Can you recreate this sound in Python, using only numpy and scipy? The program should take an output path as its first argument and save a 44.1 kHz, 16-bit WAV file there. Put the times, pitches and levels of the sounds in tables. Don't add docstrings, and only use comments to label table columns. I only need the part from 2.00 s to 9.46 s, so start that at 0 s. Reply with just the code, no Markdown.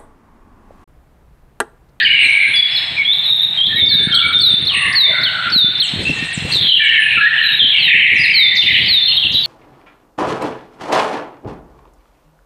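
import sys
import numpy as np
from scipy import signal
from scipy.fft import rfft, irfft
from scipy.io import wavfile
from scipy.ndimage import uniform_filter1d, minimum_filter1d, map_coordinates

SR = 44100
rng = np.random.default_rng(int(sys.argv[2]) if len(sys.argv) > 2 else 0)


def store_pcm(level_fs):
    pcm = np.round(np.clip(level_fs, -1, 1) * 32767).astype(np.int16)
    wavfile.write(sys.argv[1], SR, np.atleast_2d(pcm).T)


N = 328986
TIME = np.arange(N) / SR

# frequency_hz, density_db
AIR_COLOUR = [(25, -41), (70, -1.5), (150, 15.5), (300, -28), (700, 5.5), (4300, -5), (5500, -2),
              (8400, -12.5), (11600, -42), (15000, -35.5)]
# frequency_hz, density_db
FLOCK_COLOUR = [(1000, -63), (1400, -6.5), (1800, 7), (3600, 10.5), (4200, 9.5), (4900, -34.5), (6000, -42)]
# time_s, level_db
FLOCK_RIDE = [(0, -19.5), (.85, -26), (1.3, -34), (4.4, -30.5), (5.2, -23.5), (7.46, -36.5)]
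# time_s, level_db
RUMBLE_RIDE = [(0, -39), (.7, -45), (1.55, -46.5), (1.8, -32.5), (2.7, -30.5), (3.1, -39), (4.4, -33.5),
               (4.7, -36.5)]
# frequency_hz, density_db
RUMBLE_COLOUR = [(25, -47), (85, 2.5), (170, 0), (500, -11), (2000, -54.5)]
# start_s, level_db
THUDS = [(1.952, -16), (2.072, -11.5), (2.106, -18.5), (2.538, -14), (2.625, -18), (3.561, -14.5),
         (3.644, -15), (3.937, -19), (4.008, -27), (4.225, -20), (4.376, -15.5), (4.423, -20)]
# start_s, length_s, first_pitch_hz, last_pitch_hz, fall_per_note_hz, level_db
TRILLS_AND_ECHO = [(0, 0.042, 1787, 1779, 432, -13.5), (.005, 0.043, 4450, 4790, 495, -22.5),
                   (.046, .22, 2906, 2762, 344, -12.5), (0.048, 0.41, 2304, 2274, 380, -11.5),
                   (1.338, 0.12, 3662, 3730, 250, -13), (2.717, 0.17, 2686, 2700, 420, -23),
                   (2.739, 0.24, 1964, 1933, 498, -22), (3.029, 0.2, 2120, 2040, 427, -22.5),
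                   (3.104, .39, 1552, 1449, 57.3, -24), (4.514, 0.085, 4444, 3330, 460, -14.5),
                   (4.606, .18, 3500, 3010, 650, -10), (4.622, 0.15, 3960, 3860, 392, -18.5),
                   (4.791, 0.4, 3058, 2554, 774, -15.5), (4.793, 0.23, 1739, 1814, 275, -13),
                   (4.798, 0.2, 2294, 2130, 200, -16.5), (4.99, .08, 9500, 9330, 251, -34.5),
                   (5.167, .04, 1304, 1494, 300, -19), (5.206, .24, 1652, 1790, 307, -15.5),
                   (5.17, 0.39, 3090, 2834, 1620, -22), (5.421, 0.14, 3930, 3820, 263, -16),
                   (5.518, 0.2, 3670, 3776, 576, -22.5), (5.591, 0.13, 3276, 3204, 508, -8.5),
                   (5.708, 0.34, 2988, 2763, 882, -14.5), (5.715, 0.17, 2318, 2080, 356, -22),
                   (5.863, 0.45, 2186, 2308, 1016, -9.5), (6.339, 0.22, 2218, 2090, 313, -16),
                   (6.603, .27, 3223, 3514, 1553, -16), (6.656, 0.14, 2229, 2194, 947, -13.5),
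                   (6.999, 0.098, 4215, 4170, 250, -16), (7.103, 0.307, 3404, 3520, 1110, -18.5)]
# start_s, length_s, first_pitch_hz, level_db
LOW_WARBLES = [(1.907, 0.24, 1705, -29), (2.122, 0.19, 1457, -24.5), (2.698, 0.44, 1172, -39),
               (3.066, 0.039, 616, -28.5)]
# start_s, length_s, level_db
TINY_TRILLS = [(0.189, 0.39, -38.5), (2.739, 0.18, -37.5)]
# start_s, length_s, pitch_hz, level_db
HELD_WHISTLES = [(.01, .5, 1642, -27.5), (0.535, 0.11, 3407, -12), (0.705, 0.095, 5190, -29.5),
                 (1.768, 0.39, 2233, -29), (4.05, 0.071, 2686, -23), (4.125, 0.42, 2714, -34.5),
                 (4.16, 0.169, 1843, -33.5), (6.325, 0.053, 3100, -18)]
# start_s, length_s, first_pitch_hz, level_db
RISING_WHISTLES = [(1.046, 0.092, 3300, -13), (1.571, 0.1, 3193, -14.5), (1.686, .12, 1737, -29.5),
                   (2.119, 0.1, 3172, -9), (5.205, 0.078, 1656, -8), (6.786, 0.081, 4350, -33)]
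# start_s, length_s, top_pitch_hz, low_pitch_hz, level_db
SLURRED_WHISTLES = [(0.961, 0.068, 2480, 2190, -14), (1.229, .12, 4230, 3668, -11.5),
                    (1.754, 0.13, 4060, 3533, -10), (2.218, 0.058, 2404, 2233, -9.5),
                    (2.326, 0.081, 3843, 3556, -10), (6.07, .24, 9700, 9440, -45.5)]
# start_s, length_s, dive_s, landing_pitch_hz, level_db
DIVING_WHISTLES = [(6.147, 0.094, 0.045, 4960, -20), (6.549, 0.08, .038, 3650, -11),
                   (7.315, .072, 0.035, 3990, -12.5)]
# start_s, length_s, level_db
HIGH_ZIPS = [(0.227, .08, -43), (3.819, 0.079, -42.5), (4.328, 0.063, -38.5), (4.837, 0.062, -44.5)]
# start_s, first_pitch_hz, last_pitch_hz, level_db
FALLING_CHIPS = [(0.242, 4350, 3870, -16), (0.555, 5080, 4460, -16.5), (0.757, 4530, 3744, -16),
                 (6.067, 4170, 3180, -20), (6.234, 4640, 3710, -17.5), (6.759, 3640, 2784, -12.5),
                 (7.066, 3970, 2815, -15.5), (7.098, 4080, 2690, -16), (7.163, 4273, 3193, -8),
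                 (7.213, 3966, 2743, -14.5), (7.247, 3880, 2677, -14)]
# top_of_note_s, level_db
NEAR_PEEPS = [(1.888, -12), (2.407, -8.5), (2.956, -8), (3.526, -8), (5.795, -18.5), (6.344, -8),
              (6.886, -9.5), (7.438, -13)]
# top_of_note_s, level_db
NEAR_TEWS = [(2.151, -9), (2.678, -15), (3.241, -13), (3.807, -13)]
# frequency_hz, density_db
HISS_COLOUR = [(3000, -8.5), (6500, 4), (8500, -7.5), (12000, -40)]
# time_s, level_db
HISS_RIDE = [(3.97, -59), (4.02, -35), (4.42, -39), (4.56, -25), (4.65, -56), (5, -79)]
# frequency_hz, gain_db
MICROPHONE_EQ = [(65, 5), (4300, 2), (5500, -10), (6700, -9.5), (8400, 7.5), (9500, -1), (10700, -6),
                 (11500, 15.5), (14500, -4.5)]


def amp(db):
    return 10 ** (np.asarray(db) / 20)


def unit(x):
    return x / np.sqrt(np.mean(x ** 2) + 1e-20)


def add(mix, s, sound):
    part = mix[max(round(s * SR), 0):][:len(sound)]
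    part += sound[:len(part)]


def wander(size, per_s):
    knots = rng.standard_normal(4096)
    return map_coordinates(knots, [np.arange(size) * per_s / SR], order=3, mode="wrap")


def noise(colour):
    hz, db = np.transpose(colour)
    gain = amp(np.interp(np.log(np.fft.rfftfreq(N, 1 / SR) + 1), np.log(hz), db))
    return unit(irfft(rfft(rng.standard_normal(N)) * gain, N))


def ride(points):
    return amp(np.interp(TIME, *np.transpose(points)))


def fade(t, length, rise, fall):
    attack = np.sin(np.pi / 2 * np.clip(t / rise, 0, 1)) ** 2
    release = np.sin(np.pi / 2 * np.clip((length - t) / fall, 0, 1)) ** 2
    return attack * release


def low_cut(x, edge_hz):
    return signal.sosfiltfilt(signal.butter(2, edge_hz, "highpass", fs=SR, output="sos"), x)


def background(air_db=-42):
    air = amp(air_db + 1.5 * wander(N, 14)) * noise(AIR_COLOUR)
    flock = ride(FLOCK_RIDE) * amp(2 * wander(N, 24)) * noise(FLOCK_COLOUR)
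    return air + flock


def bumps(knocks_per_s=15, centre_hz=165, attack_s=.0018):
    t = np.arange(SR // 5) / SR
    level = ride(RUMBLE_RIDE)
    hits = amp(-3) * level * rng.uniform(0, 3, N) * (rng.random(N) < knocks_per_s / SR)
    knock_shape = np.exp(-t / .02) * np.minimum(t / .003, 1)
    knocks = signal.fftconvolve(hits, knock_shape)[:N]
    thuds = np.zeros(N)
    thud_shape = t / attack_s * np.exp(1 - t / attack_s)
    for s, db in THUDS:
        hz = centre_hz * amp(2 * rng.uniform(-1.3, 1))
        add(thuds, s, amp(db) * thud_shape * np.sin(2 * np.pi * hz * t))
    rumble = level * amp(-9.5 + 3 * wander(N, 30))
    return low_cut(thuds, edge_hz=85) + (knocks + rumble) * noise(RUMBLE_COLOUR)


def syrinx(hz, waver=.00062, flutter_db=7.5):
    phase = 2 * np.pi * np.cumsum(hz * (1 + waver * wander(len(hz), 180))) / SR
    overtones = amp(-53) * np.sin(2 * phase) + amp(-41) * np.sin(3 * phase) * (3 * hz < SR / 2)
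    return np.sqrt(2) * (np.sin(phase) + overtones) * amp(flutter_db * wander(len(hz), 88.36))


def trill(hz, slur_hz, db, notes_per_s=42):
    t = np.arange(len(hz)) / SR
    note_phase = np.cumsum(notes_per_s * (1 + .13 * wander(len(t), 30))) / SR % 1
    voice = syrinx(hz + slur_hz * (.5 - note_phase), waver=.0212, flutter_db=4)
    accents = amp(2 * wander(len(t), notes_per_s))
    notes = fade(note_phase, 1, rise=.11, fall=.16) * voice * accents
    return amp(db) * unit(notes) * fade(t, len(hz) / SR, rise=.0031, fall=.0047)


def trills_and_echo(warble_sink_per_s=.28):
    out = np.zeros(N)
    for s, length, first_hz, last_hz, slur_hz, db in TRILLS_AND_ECHO:
        add(out, s, trill(np.geomspace(first_hz, last_hz, round(length * SR)), slur_hz, db))
    for s, length, hz, db in LOW_WARBLES:
        t = np.arange(0, length, 1 / SR)
        add(out, s, trill(hz * (1 - warble_sink_per_s * t), slur_hz=.15 * hz, db=db))
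    for s, length, db in TINY_TRILLS:
        add(out, s, trill(np.linspace(8500, 9820, round(length * SR)), slur_hz=352, db=db))
    return out


def whistle(hz, db, waver_hz=55):
    t = np.arange(len(hz)) / SR
    envelope = amp(db + 2 * wander(len(t), 11.7)) * fade(t, len(hz) / SR, rise=.0081, fall=.0029)
    return envelope * syrinx(hz, waver=waver_hz / hz.mean(), flutter_db=2.5)


def slide(t, top, low, fall_s):
    return low + (top - low) * np.maximum(1 - t / fall_s, -1 / np.pi) ** 2


def whistles(dive_top_hz=7670, sag_hz_per_s=1700):
    out = np.zeros(N)
    for s, length, hz, db in HELD_WHISTLES:
        add(out, s, whistle(np.full(round(length * SR), float(hz)), db, waver_hz=27.3))
    for s, length, hz, db in RISING_WHISTLES:
        progress = np.arange(0, length, 1 / SR) / length
        bend, end_flick = .14 * progress ** 2, .2 * progress ** 20
        add(out, s, whistle(hz * (1 + bend + end_flick), db))
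    for s, length, top_hz, low_hz, db in SLURRED_WHISTLES:
        height = slide(np.arange(0, length, 1 / SR), top=.96, low=0, fall_s=.71 * length)
        add(out, s, whistle(low_hz + (top_hz - low_hz) * height, db - 12 * height))
    for s, length, dive_s, hz, db in DIVING_WHISTLES:
        t = np.arange(0, length, 1 / SR)
        height = np.maximum(1 - t / dive_s, 0) ** 2
        add(out, s, whistle(hz + (dive_top_hz - hz) * height - sag_hz_per_s * t, db - 17 * height))
    return out


def zips(top_hz=9040, low_hz=4790, swell_db=9.5):
    out = np.zeros(N)
    for s, length, db in HIGH_ZIPS:
        t = np.arange(0, length, 1 / SR)
        envelope = amp(db + swell_db * t / length) * fade(t, length, rise=.0055, fall=.0046)
        add(out, s, envelope * syrinx(np.linspace(top_hz, low_hz, len(t)), waver=.02, flutter_db=-4.5))
    return out


def chips(length_s=.029, decay_db_per_s=83):
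    out = np.zeros(N)
    t = np.arange(0, length_s, 1 / SR)
    for s, first_hz, last_hz, db in FALLING_CHIPS:
        hz = last_hz + (first_hz - last_hz) * np.abs(1 - t / length_s) ** 1.7
        envelope = amp(db - decay_db_per_s * t) * fade(t, length_s, rise=.0074, fall=length_s / 10)
        add(out, s, envelope * syrinx(hz, waver=.013, flutter_db=-.5))
    return out


def flicks(lead_s=.031, length_s=.014):
    out = np.zeros(N)
    t = np.arange(0, length_s, 1 / SR)
    hz = np.linspace(4000, 6100, len(t))
    for s, db in NEAR_PEEPS + NEAR_TEWS:
        add(out, s - lead_s, amp(db - 19) * np.sin(np.pi * t / length_s) * syrinx(hz))
    return out


def scoop(t, top_hz, lead_s):
    return top_hz * (1 - .2665 * (t / lead_s) ** 2)


def peeps(top_hz=4554, low_hz=3542, lead_s=.01, body_s=.21):
    out = np.zeros(N)
    t = np.arange(-lead_s, body_s, 1 / SR)
    hz = np.where(t < 0, scoop(t, top_hz, lead_s), slide(t, top_hz, low_hz, fall_s=.135))
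    swell = amp(-6 * np.exp(-np.maximum(t, 0) / .017))
    envelope = swell * fade(t + lead_s, body_s + lead_s, rise=lead_s, fall=.13)
    for s, db in NEAR_PEEPS:
        add(out, s - lead_s, amp(db) * envelope * syrinx(hz, waver=.0028, flutter_db=-1.5))
    return out


def twitter(start_s=1.98, length_s=1.0, pitch_hz=8750, notes_per_s=8.23, db=-38):
    out = np.zeros(N)
    t = np.arange(0, length_s, 1 / SR)
    hz = pitch_hz + 420 * wander(len(t), 20)
    pulses = fade(t * notes_per_s % 1, .76, rise=.75, fall=.29)
    add(out, start_s, amp(db) * pulses * syrinx(hz))
    return out


def tews(top_hz=4380, low_hz=2620, lead_s=.01, body_s=.06, fall_s=.022, decay_db_per_s=185):
    out = np.zeros(N)
    t = np.arange(-lead_s, body_s, 1 / SR)
    hz = np.where(t < 0, scoop(t, top_hz, lead_s), low_hz + (top_hz - low_hz) * np.exp(-t / fall_s))
    envelope = amp(-decay_db_per_s * t) * fade(t + lead_s, body_s + lead_s, rise=lead_s / 2, fall=.015)
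    for s, db in NEAR_TEWS:
        add(out, s - lead_s, amp(db) * envelope * syrinx(hz, waver=.017, flutter_db=2))
    return out


def hiss(patchy_db=4):
    spectrum = signal.stft(noise(HISS_COLOUR))[2]
    patches = unit(signal.fftconvolve(rng.standard_normal(spectrum.shape), np.ones((5, 8)), "same"))
    flickering = signal.istft(spectrum * amp(patchy_db * patches))[1][:N]
    return ride(HISS_RIDE) * unit(flickering)


def hoarse(x, depth):
    return x * (1 + depth * wander(len(x), 1100))


def yard(x, t60_s, delay_s, echoes_per_s=3000):
    t = np.arange(SR) / SR
    taps = rng.choice([-1., 1.], SR) * (rng.random(SR) < echoes_per_s / SR)
    decay = amp(-60 * t / t60_s)
    treble = low_cut(taps, edge_hz=9100)
    tail = ((taps - treble) * decay + treble * decay ** 2) * (t > delay_s)
    return signal.fftconvolve(x, tail / np.linalg.norm(tail))[:N]


def scene():
    chipping = chips() + zips()
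    near = peeps() + tews() + flicks() + amp(-5) * chipping
    middle = whistles()
    far = trills_and_echo() + amp(-2.5) * chipping
    birds = near + amp(-13.5) * yard(near, t60_s=.058, delay_s=.003)
    birds += amp(-7) * yard(hoarse(near, depth=.049), t60_s=1, delay_s=.0092)
    birds += amp(-1.5) * middle + amp(-6.5) * yard(middle, t60_s=.3, delay_s=.0031)
    bright_send = low_cut(hoarse(middle, depth=.036), edge_hz=2770)
    birds += amp(-.5) * yard(bright_send, t60_s=1, delay_s=.014)
    birds += amp(-6.5) * far + amp(-2.5) * yard(far, t60_s=.16, delay_s=.001)
    birds += amp(-4.5) * yard(far, t60_s=1, delay_s=.014)
    tiny = twitter()
    birds += tiny + amp(-7.5) * yard(tiny, t60_s=.36, delay_s=.011)
    return (birds + bumps() + hiss() + background())[None]


def record(dry, knee_db=-15, squeeze=.55, release_db_per_s=70, makeup_db=1, ceiling=.88, edge_hz=15800):
    hz, db = np.transpose(MICROPHONE_EQ)
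    heard = irfft(rfft(dry[0]) * amp(np.interp(np.fft.rfftfreq(N, 1 / SR), hz, db)), N)
    power_db = 10 * np.log10(abs(uniform_filter1d(heard ** 2, size=300)) + 1e-12)
    release_db = TIME * release_db_per_s
    held_db = np.maximum.accumulate(power_db + release_db) - release_db
    over_db = np.maximum(held_db - knee_db, 0)
    heard *= amp(makeup_db - squeeze * uniform_filter1d(over_db, size=200))
    limiter_gain = np.minimum(ceiling / (abs(heard) + 1e-9), 1)
    heard *= uniform_filter1d(minimum_filter1d(limiter_gain, size=301), size=301)
    high_cut = signal.firwin(511, edge_hz, window=("kaiser", 9), fs=SR)
    return signal.oaconvolve(heard, high_cut, "same")[None]


dry = scene()
out = record(dry)
store_pcm(out)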